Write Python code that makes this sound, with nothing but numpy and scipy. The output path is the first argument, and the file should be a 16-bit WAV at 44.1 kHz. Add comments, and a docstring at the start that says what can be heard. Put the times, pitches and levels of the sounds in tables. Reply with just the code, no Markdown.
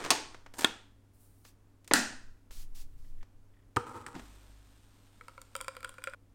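"""A capsule espresso machine in a small kitchen, heard from close by over quiet room air.
The lever rubs up, cracks against its stop and chatters; a capsule scrapes in and drops; the lever is pressed shut and latches.
Fingers brush and squeak; a glass lands on the drip tray and is pushed into place; the pump kicks and hums briefly.
Coffee gushes and hisses on in a thin stream joined by drops; at 6.15 s all but pump and background is faded out within 2 ms.
Blows are short noise bursts, coloured and ringing through resonances; rubbing and the coffee stream are random grains,
coloured and faded; the kitchen answers with a diffuse tail."""
import sys
import numpy as np
from scipy import signal
from scipy.fft import rfft, irfft
from scipy.io import wavfile

SR = 44100
rng = np.random.default_rng(int(sys.argv[2]) if len(sys.argv) > 2 else 0)


def materialize(psi):
    """Save the field psi as 16-bit PCM at rate SR to the path in sys.argv[1].

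    A 1-D psi becomes a single channel; in a 2-D psi each row is a channel.
    """
    bounded = np.clip(np.atleast_2d(psi).T, -1, 1)
    quanta = np.round(bounded * 32767).astype(np.int16)
    wavfile.write(sys.argv[1], SR, quanta)


N = 279638
TIME = np.arange(N) / SR   # s
SHORT = 16384   # samples in one short blow
BREW_START_S = 4.147   # the pump kicks in and coffee starts to run
FOREGROUND_END_S = 6.15   # all but pump and background has faded out
# How long the kitchen's reflections linger. Each row: frequency in Hz, time to fall by 60 dB in seconds.
KITCHEN_DECAY = [(100, .45), (250, .45), (700, .45), (1500, .48), (5000, 0.46), (8000, .43), (11000, 0.28),
                 (16000, 0.23)]


def amp(db):
    """Decibels to gain."""
    return 10 ** (np.asarray(db) / 20)


def unit(x):
    """Scale to an energy of one."""
    return x / np.sqrt(np.sum(x ** 2) + 1e-20)


def blow_gain(db):
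    """Gain that gives a unit-energy blow this level over ten milliseconds."""
    return amp(db) * np.sqrt(SR / 100)


def at_hz(points, hz):
    """Read a table on a log-frequency axis."""
    points = np.array(points)
    return np.interp(np.log(np.maximum(hz, 1)), np.log(points[:, 0]), points[:, 1])


def add(track, s, sound):
    """Mix a sound in at a time."""
    start = max(round(s * SR), 0)
    track[start:start + len(sound)] += sound[:N - start]


def colour(x, spectrum):
    """Causal (minimum-phase) filter with the shape of the given spectrum and unit power gain."""
    level_db = at_hz(spectrum, np.fft.rfftfreq(SHORT, 1 / SR))
    cepstrum = irfft(np.log(amp(level_db)))
    # folding the cepstrum onto positive times makes the filter minimum-phase
    cepstrum[1:SHORT // 2] *= 2
    cepstrum[SHORT // 2 + 1:] = 0
    response = unit(irfft(np.exp(rfft(cepstrum))))
    return signal.fftconvolve(x, response)[:len(x)]


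def resonate(x, modes):
    """Parallel resonances with alternating signs; a narrower one rings longer."""
    out = 0
    for k, (hz, width, db) in enumerate(modes):
        r = np.exp(-np.pi * width / SR)
        poles = [1, -2 * r * np.cos(2 * np.pi * hz / SR), r * r]
        ring = (1 - r * r) / 2 * signal.lfilter([1, 0, -1], poles, x + 1e-18)
        out = out + (-1) ** k * amp(db) * ring
    return out


def contact(fade_s):
    """A flurry of micro-contacts that dies fast, about equally strong at all frequencies."""
    t = TIME[:SHORT]
    fade = amp(-30 * np.minimum(t / fade_s, 10))   # 30 dB in fade_s, applied before and after flattening
    flurry = rfft(rng.standard_normal(SHORT) * fade, 2 * SHORT)
    flat = irfft(flurry / np.abs(flurry))[:SHORT]
    onset = np.minimum((t + 1 / SR) / .0005, 1)
    return unit(flat * fade * onset)


def tail(t60_table, build_s):
    """Diffuse reflections: they build up while each band dies at its own rate."""
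    t, out = TIME[:SR], 0
    white = rng.standard_normal((2, SR))   # neighbouring bands get unrelated noise
    edges = np.geomspace(60, 19000, 18)   # Hz
    for k, (low, high) in enumerate(zip(edges, edges[1:])):
        sos = signal.butter(3, [low, high], "band", fs=SR, output="sos")
        band = signal.sosfilt(sos, white[k % 2])
        out = out + band * amp(-60 * t / at_hz(t60_table, np.sqrt(low * high)))
    return unit(out * (1 - np.exp(-t / build_s)))


def wash(s, db, spectrum, linger):
    """What a blow sends out through the whole housing comes back as a diffuse wash; linger scales its decay times."""
    track = np.zeros(N)
    reflections = tail(np.array(KITCHEN_DECAY) * [1, linger], build_s=.005)
    add(track, s, blow_gain(db) * unit(colour(reflections, spectrum)))
    return track


def grains(per_s, spread_db):
    """Random tiny slips of uneven size; rms one."""
    born = rng.random(N) < per_s / SR
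    uneven = amp(spread_db * np.clip(rng.standard_normal(N), -2, 2))
    return unit(born * rng.standard_normal(N) * uneven) * np.sqrt(N)


def swell(rows, attack_s, fade_db_per_s):
    """Gain for (start, length, dB) rows: each rises from its start and fades after its length; overlaps add in power."""
    power = 0
    for start, length, db in rows:
        rise = np.clip((TIME - start) / attack_s, 0, 1)
        fall_db = np.clip(fade_db_per_s * (TIME - start - length), 0, 200)
        power = power + (rise * amp(db - fall_db)) ** 2
    return np.sqrt(power)


def strike(s, db, crack, modes, crack_fade_s, ring_db):
    """A hard blow: a crack at level db, and the struck part ringing with it at ring_db relative to the crack."""
    snap = unit(colour(contact(crack_fade_s), crack))
    ring = unit(resonate(contact(2 * crack_fade_s), modes))
    track = np.zeros(N)
    add(track, s, blow_gain(db) * (snap + amp(ring_db) * ring))
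    return track


def taps(rows, body, fade_s, middle_db):
    """Light touches on one body; brightness tilts the low, middle and treble bands."""
    track = np.zeros(N)
    splits = [signal.butter(4, 2200, fs=SR, output="sos"),
              signal.butter(2, [2200, 6500], "band", fs=SR, output="sos"),
              signal.butter(4, 6500, "high", fs=SR, output="sos")]
    for s, low_db, bright_db in rows:
        ring = body(contact(fade_s), s)
        band_db = low_db, low_db + bright_db + middle_db, low_db + 2 * bright_db
        for db, sos in zip(band_db, splits):
            add(track, s, blow_gain(db) * unit(signal.sosfilt(sos, ring)))
    return track


def background():
    """Room air as coloured noise, two steady hum tones and a low rumble that comes and goes."""
    # Colour of the quiet kitchen. Each row: frequency in Hz, relative level in dB per Hz.
    air_colour = [(20, 0), (45, -0.5), (70, -9), (150, -17.5), (240, -12.5), (400, -20), (700, -26.5),
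                  (1100, -28.5), (2000, -35), (4000, -40.5), (9000, -41.5), (16000, -47)]
    # Steady hum. Each row: frequency in Hz, level in dB.
    hum_tones = [(100, -65.5), (280, -75.5)]
    # Spells of low rumble. Each row: start in seconds, length in seconds, level in dB.
    rumble_spells = [(-0.02, .08, -50), (.22, 0.3, -53), (1.92, 0.429, -49), (2.5, 0.722, -40.5),
                     (3.35, .17, -60.5)]
    # Colour of the rumble. Each row: frequency in Hz, relative level in dB per Hz.
    rumble_colour = [(6, -10.5), (13, 0), (20, -13), (35, -25), (70, -30), (150, -43), (400, -73)]
    sound = amp(-62.5) * colour(rng.standard_normal(N), air_colour)
    for hz, db in hum_tones:
        sound = sound + np.sqrt(2) * amp(db) * np.sin(2 * np.pi * (hz * TIME + rng.random()))
    # the spells add to a constant floor of rumble
    rumble_gain = amp(-70) + swell(rumble_spells, attack_s=0.014, fade_db_per_s=700.5)
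    return sound + rumble_gain * colour(rng.standard_normal(N), rumble_colour)


def lever():
    """The lever rubs up to its stop and rebounds, then is pressed home and latches; gives (direct, sent to the room)."""
    # The hinge rubs as the lever swings. Each row: start in seconds, length in seconds, level in dB.
    hinge_rubs = [(-0.01, .012, -40), (0.045, .025, -43), (0.29, .04, -62)]
    # Colours of rub, stop, press and latch, then of the washes. Each row: frequency in Hz, relative level in dB per Hz.
    hinge_colour = [(59, -39.5), (100, -18), (399, -1), (582, -11.5), (1110, -4.5), (1630, -11),
                    (1770, -8.5), (2860, -18), (8520, -24), (15000, -46.5)]
    stop_crack = [(71, -47.5), (120, -22), (822, 0), (1520, -10), (1790, -1), (2070, -12), (2640, -2.5),
                  (3240, -7), (4320, -1.5), (4680, -4), (5190, -1.5), (7350, -9), (9020, -4), (9990, -17.5),
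                  (16000, -24.5)]
    press_crack = [(59, -35.5), (100, -15), (320, 2), (943, 0), (1520, -10.5), (1860, -0.5), (2840, -15.5),
                   (3680, -14), (4410, -29.5), (5720, -26), (6580, -38), (12000, -55.5), (15600, -83),
                   (22000, -120)]
    latch_crack = [(71, -33.5), (120, -9), (742, -4.5), (1140, -9.5), (1580, 1.5), (1900, -6), (2150, -16),
                   (2930, -2), (3310, -12), (4060, -2), (5870, -11.5), (8660, 0.5), (9590, -16),
                   (12500, -13), (16000, -33)]
    stop_wash = [(70, -40), (120, -19), (240, -9), (300, -1), (550, -8), (870, -4), (1250, -11), (1750, -9),
                 (4400, -9.5), (6600, -12), (9000, -17.5), (10000, -24), (15000, -29)]
    latch_wash = [(70, -55), (120, -24), (243, -2), (387, -17), (550, -16), (740, -10.5), (1000, -16.5),
                  (1280, -15), (1410, -7.5), (1870, -6.5), (2200, -20), (2550, -13.5), (3400, -21.5),
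                  (4100, -16.5), (6700, -16.5), (9000, -21), (10000, -26), (15000, -32)]
    # What the lever and the housing ring with. Each row: frequency in Hz, width in Hz, relative level in dB.
    lever_modes = [(310, 25, 1), (708, 20, -2), (814.5, 29, -0.5), (867, 7, 1), (1115, 35, 0.5),
                   (1410, 45, -5.5), (1771, 89, -7), (2432, 150, -8), (2655, 43, -5), (3420, 80, -8),
                   (3903, 170, -12.5), (4420, 71, 0), (6540, 22, -3)]
    housing_modes = [(244, 16, 8.5), (294, 38, 0), (464, 35, -4), (470, 1.5, -8), (595, 20, -4),
                     (761.5, 110, -4.5), (944, 30, -4.5), (1109, 2.5, -17), (1398, 60, -4),
                     (1519, 30, -2.5), (1761, 40, -2), (1901, 55, -3), (2620, 60, -11), (3940, 160, -12),
                     (4773, 110, -11), (6200, 400, -14)]
    rub_gain = swell(hinge_rubs, attack_s=.012, fade_db_per_s=130)
    rub = rub_gain * colour(grains(per_s=5000, spread_db=2), hinge_colour)
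    stop = strike(0.1043, db=-20, crack=stop_crack, modes=lever_modes, crack_fade_s=0.019, ring_db=-8)
    rebound = strike(0.1080, db=-23.5, crack=stop_crack, modes=lever_modes, crack_fade_s=0.042, ring_db=-2.5)
    press = strike(1.9113, db=-24, crack=press_crack, modes=housing_modes, crack_fade_s=.05, ring_db=-11)
    latch = strike(1.9355, db=-18, crack=latch_crack, modes=housing_modes, crack_fade_s=.013, ring_db=-4)
    washes = wash(0.108, db=-27.0, spectrum=stop_wash, linger=0.98)
    washes = washes + wash(1.938, db=-18.5, spectrum=latch_wash, linger=1.0)
    blows = stop + rebound + press + latch
    return rub + blows + washes, amp(-13) * rub + amp(-17.5) * blows


def handling():
    """Small plastic ticks, faint squeaks and the brush of fingers; gives (direct, sent to the room)."""
    # Ticks and bumps. Each row: start in seconds, level of the lows in dB, brightness step in dB per band.
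    small_ticks = [(0.04, -45, -3), (0.0475, -38.5, -6), (0.0605, -37.5, -8), (0.345, -48.5, -11),
                   (0.462, -51, -11.5), (0.5385, -53.5, -4.5), (0.5925, -43.5, -3.5), (0.608, -48, 2),
                   (0.619, -41, -4), (0.6325, -43, -4), (1.45, -58.5, -5), (1.8445, -69, 1),
                   (1.8765, -57, 2.5), (2.508, -57.5, -5), (3.228, -58, -9), (3.762, -37.5, -6.5),
                   (4.151, -50.5, -8.5), (4.194, -51, -7)]
    # Faint short squeaks. Each row: start in seconds, level in dB.
    squeak_times = [(3.045, -72), (3.18, -75), (3.208, -66.5), (3.535, -74), (3.565, -74), (3.59, -73.5),
                    (3.625, -77)]
    # What a squeak rings with. Each row: frequency in Hz, width in Hz, relative level in dB.
    squeak_modes = [(1850, 210, 6), (3450, 380, -5)]
    # Colour of plastic. Each row: frequency in Hz, relative level in dB per Hz.
    plastic = [(60, -12.5), (250, -1.5), (1200, 0), (5000, -6), (8800, -4), (10000, -10), (16000, -17)]
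    ticks = taps(small_ticks + chatter(count=3), lambda x, s: colour(x, plastic), fade_s=0.034, middle_db=1.5)
    squeaks = np.zeros(N)
    for s, db in squeak_times:
        add(squeaks, s, blow_gain(db) * unit(resonate(contact(fade_s=.07), squeak_modes)))
    return ticks + brushing() + squeaks, amp(-12) * ticks


def chatter(count):
    """The lever's evenly spaced bounces on its stop, each weaker than the last: (s, dB, brightness dB)."""
    start_s, gap_s = .1135, .0085
    first_db, loss_db, bright_db = -32, 5, -7
    return [(start_s + k * gap_s, first_db - k * loss_db, bright_db) for k in range(count)]


def brushing():
    """Skin slides over smooth surfaces; each stroke mixes a full brush and a thin hiss."""
    # Fingers on lever and glass. Each row: start in seconds, length in seconds, level in dB, share of thin hiss 0-1.
    finger_strokes = [(1.13, 0.32, -73.5, 0.84), (1.195, .07, -73, 0.96), (1.443, 0.047, -62, 0),
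                      (2.507, 0.12, -56.5, .05), (2.745, 0.074, -56.5, .05), (2.975, .13, -74.5, 0)]
    # Colours of full brush and thin hiss. Each row: frequency in Hz, relative level in dB per Hz.
    full_colour = [(470, -28), (800, -12), (1340, -12), (1830, -12), (2240, -10), (5380, -5),
                   (13400, -10.5), (16000, -11)]
    thin_colour = [(2000, -24), (6500, -11), (8700, 0), (14500, -3), (16000, -3)]
    full = colour(rng.standard_normal(N), full_colour)
    thin = colour(rng.standard_normal(N), thin_colour)
    out = 0
    for start, length, db, share in finger_strokes:
        gain = swell([(start, length, db)], attack_s=0.0076, fade_db_per_s=450)
        out = out + gain * (np.sqrt(1 - share) * full + np.sqrt(share) * thin)
    return out


def capsule():
    """The capsule scrapes down its slot and drops into the chamber; gives (direct, sent to the room)."""
    # Scrapes in the slot. 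Each row: start in seconds, length in seconds, level in dB.
    scrapes = [(.535, 0.025, -58), (.565, 0.017, -55), (.582, 0.014, -38.5), (.606, .006, -39),
               (.621, 0.0091, -44)]
    # Colours of scrape, drop and wash. Each row: frequency in Hz, relative level in dB per Hz.
    scrape_colour = [(120, -36), (270, -1), (460, -10), (1000, 0), (1250, -11.5), (1650, -5), (2200, -15),
                     (5500, -14), (8700, -9), (10500, -17), (14000, -18), (16000, -30)]
    drop_crack = [(71, -42.5), (120, -18), (301, -2), (535, -13), (850, -2), (1230, -8), (1750, 0),
                  (2110, -10), (2700, 0), (2990, -11), (3310, 5.5), (3750, 2), (4100, -11), (5520, -20),
                  (5990, -16), (9020, -14), (10600, -27), (13600, -25), (16000, -36.5)]
    drop_wash = [(70, -50), (120, -20), (250, -0.5), (620, -14), (820, -5), (1000, -10.5), (1730, -6.5),
                 (2050, -12), (3400, -8), (4600, -16), (8500, -20), (10000, -27), (15000, -32)]
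    # What the chamber rings with. Each row: frequency in Hz, width in Hz, relative level in dB.
    chamber_modes = [(315, 50, -1), (1100, 48, -5), (1407, 32, 3), (1830, 160, -2), (2568, 10, -5),
                     (2700, 70, -6), (3240, 68, -2.5), (3408, 10, -3), (3708, 78, -7), (4550, 120, -15.5),
                     (6130, 45, -14), (7070, 95, -15), (8140, 40, -14), (9100, 52, -13.5)]
    slide_gain = swell(scrapes, attack_s=.004, fade_db_per_s=1100)
    slide = slide_gain * colour(grains(per_s=6400, spread_db=1.5), scrape_colour)
    drop = strike(0.6452, db=-18.5, crack=drop_crack, modes=chamber_modes, crack_fade_s=0.012, ring_db=-6.5)
    direct = slide + drop + wash(0.648, db=-34, spectrum=drop_wash, linger=.9)
    return direct, amp(-12) * slide + amp(-25) * drop


def glass():
    """The glass lands on the drip tray, judders across it and nudges the back; gives (direct, sent to the room)."""
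    # Pushes across the tray. Each row: start in seconds, length in seconds, strength of the push in dB.
    pushes = [(3.785, .02, -43), (3.86, 0.017, -42.5), (3.903, 0.12, -45.5), (4.065, 0.1, -50.5)]
    # Colours of landing, nudge, slide and grit under the glass. Each row: frequency in Hz, relative level in dB per Hz.
    landing_crack = [(45, -23), (80, -4), (110, -0.5), (160, -21), (280, -2.5), (420, -10), (600, -15.5),
                     (900, -3), (1050, -9), (1230, 4), (1650, -13), (2600, -20.5), (4100, -32.5),
                     (6100, -41), (8800, -24.5), (10400, -48), (14000, -43), (16000, -54)]
    nudge_crack = [(180, -46), (300, -12), (645, -29), (1170, -3.5), (1720, 0.5), (2520, -14), (2930, -13),
                   (4090, -20), (5520, -17), (6620, -26), (7950, -11), (16000, -43)]
    slide_colour = [(47, -33.5), (80, 2), (107, 0.5), (174, -9), (242, 6.5), (346, 4), (482, 4.5),
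                    (687, -16), (768, 3), (1220, 4), (1860, -16), (6450, -27.5), (7700, -19), (16000, -43)]
    scratch_colour = [(1200, -14), (2100, 0.5), (3500, -6), (8500, -5), (11000, -13), (16000, -14)]
    # What the tray rings with. Each row: frequency in Hz, width in Hz, relative level in dB.
    tray_modes = [(113.3, 19, 10.5), (378.4, 42, 7), (477.4, 18, 7), (775, 22, 8.5), (920, 18, 6),
                  (980, 22.2, 5), (1215, 45, 10.5), (1385, 17, 7.5), (1750, 66, -14), (2054, 33, -10),
                  (2280, 10, -24), (2590, 38, -12), (2790, 81, -34)]
    landing = strike(3.7677, db=-23.5, crack=landing_crack, modes=tray_modes, crack_fade_s=0.012, ring_db=-3.5)
    nudge = strike(4.0638, db=-42.0, crack=nudge_crack, modes=tray_modes, crack_fade_s=0.032, ring_db=-7.5)
    slips = grains(per_s=2900, spread_db=1.5)
    push = swell(pushes, attack_s=.008, fade_db_per_s=216) * judder(per_s=60, spread_db=2)
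    tray_ring = unit(resonate(slips, tray_modes)) * np.sqrt(N)   # rms one
    slide = push * (amp(-3) * colour(slips, slide_colour) + amp(-7) * tray_ring)
    scratches = amp(-22.5) * push * colour(grains(per_s=700, spread_db=4), scratch_colour)
    sound = landing + nudge + slide + scratches
    return sound, amp(-16.5) * sound


def judder(per_s, spread_db):
    """Gain that wanders at random as a sliding thing sticks and slips."""
    spots = np.arange(0, TIME[-1], 1 / per_s)
    return amp(spread_db * np.interp(TIME, spots, rng.standard_normal(len(spots))))


def pump():
    """A piston driven at mains rate: a low hum, and a rough buzz pulsing with the strokes that kicks and then settles."""
    # Colour of the buzz. Each row: frequency in Hz, relative level in dB per Hz.
    buzz_colour = [(47, -40), (80, -14), (254, 0.5), (428, -6.5), (539, -42), (629, -12.5), (1260, -16),
                   (1440, -16.5), (8000, -37), (10400, -62), (17600, -120)]
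    stroke = np.sin(2 * np.pi * 50 * TIME)
    buzz = colour(rng.standard_normal(N) * (1 + 0.21 * stroke), buzz_colour)
    # rows of start in seconds, length in seconds, level in dB
    hum = swell([(BREW_START_S, 0.41, -56)], attack_s=.008, fade_db_per_s=60)
    kick = swell([(BREW_START_S, .012, -43.5)], attack_s=0.0064, fade_db_per_s=232)
    settled = swell([(BREW_START_S, .05, -64.5)], attack_s=.02, fade_db_per_s=39)
    return np.sqrt(2) * hum * stroke + np.hypot(kick, settled) * buzz


def coffee():
    """A gush settles to a fizzing stream, which drops later join; gives (direct, sent to the room)."""
    # Colour of the stream. Each row: frequency in Hz, relative level in dB per Hz.
    stream_colour = [(250, -16), (500, -6), (900, -5), (1400, -6), (2100, -10), (3500, -8.5), (4700, -12),
                     (6200, -13.5), (7300, -13), (8700, -10), (9700, -17.5), (11500, -21.5), (13300, -16),
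                     (16000, -29)]
    gush = swell([(BREW_START_S, 0.13, -63.5)], attack_s=.02, fade_db_per_s=33)
    steady = amp(-70.5) * (TIME > BREW_START_S)
    stream = np.hypot(gush, steady) * colour(grains(per_s=9000, spread_db=4), stream_colour)
    drips = taps(drops(), cup, fade_s=0.0046, middle_db=-4.5)
    return stream + drips, amp(-15.0) * drips + amp(-10) * stream


def drops():
    """The larger drops, the bead that each throws up, and random droplets between: (s, dB, brightness dB)."""
    # Larger drops landing. Each row: start in seconds, level of the lows in dB, brightness step in dB per band.
    large = [(5.21, -48.5, -11.5), (5.282, -46.5, -6), (5.378, -47, -12.5), (5.416, -57.5, 2.5),
             (5.552, -36, -5), (5.5633, -50.5, 3.5), (5.604, -44, -8), (5.6111, -44, 0.5),
             (5.6809, -35.5, -5), (5.766, -44, -6), (5.829, -47.5, -5), (5.8455, -36.5, -5.5),
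             (5.892, -50.5, 0), (5.982, -47, -10), (6.039, -41, -1.5), (6.072, -34.5, -11),
             (6.135, -43.5, -11)]
    # each bead falls back a little later, weaker and duller
    beads = [(s + .009 * rng.uniform(.7, 1.3), db - 13, bright - 4) for s, db, bright in large]
    droplets, per_s = [], 22
    for s in np.arange(5.55, FOREGROUND_END_S, 1 / per_s):
        landing_s = s + rng.random() / per_s
        low_db, bright_db = rng.normal([-55.5, -6.5], 2.5)
        droplets.append((landing_s, low_db, bright_db))
    return large + beads + droplets


def cup(splash, s):
    """Each drop lands elsewhere and weights the resonances anew; their pitch creeps up as the glass fills."""
    # What the filling glass rings with. Each row: frequency in Hz before the rise, width in Hz, mean level in dB.
    cup_modes = [(533, 19.5, 1), (1023, 62, -3), (1386, 87, 2.5), (2350, 155, -6), (2736, 82, -10.5),
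                 (3330, 220, -8.5), (3950, 120, -13.5), (4720, 160, -10), (5630, 150, -21.5),
                 (7260, 330, -13.5), (8030, 220, -16), (8730, 310, -12), (9800, 180, -21),
                 (12700, 420, -26)]
    hz, width, db = np.transpose(cup_modes)
    rise = 1 + .07 * (s - 5.8)
    rise = rise * (1 + 0.024 * rng.standard_normal(len(hz)))   # pitch differs from drop to drop
    uneven_db = rng.normal(0, 2.5, len(db))
    # the short slap of the landing itself is heard beside the resonances
    return resonate(splash, zip(hz * rise, width, db + uneven_db)) + amp(-34) * splash


def scene():
    """All sources in one kitchen; all but pump and background is faded out within 2 ms at 6.15 s."""
    direct, sent = np.sum([lever(), handling(), capsule(), glass(), coffee()], axis=0)
    room = signal.fftconvolve(sent, tail(KITCHEN_DECAY, build_s=.008))[:N]
    foreground_gain = np.clip((FOREGROUND_END_S - TIME) / 0.0023, 0, 1)
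    return ((direct + room) * foreground_gain + pump() + background())[None]


def record(dry):
    """Everything above 16.3 kHz is filtered away steeply."""
    return signal.sosfilt(signal.ellip(10, .1, 80, 16300, fs=SR, output="sos"), dry)


dry = scene()
out = record(dry)
materialize(out)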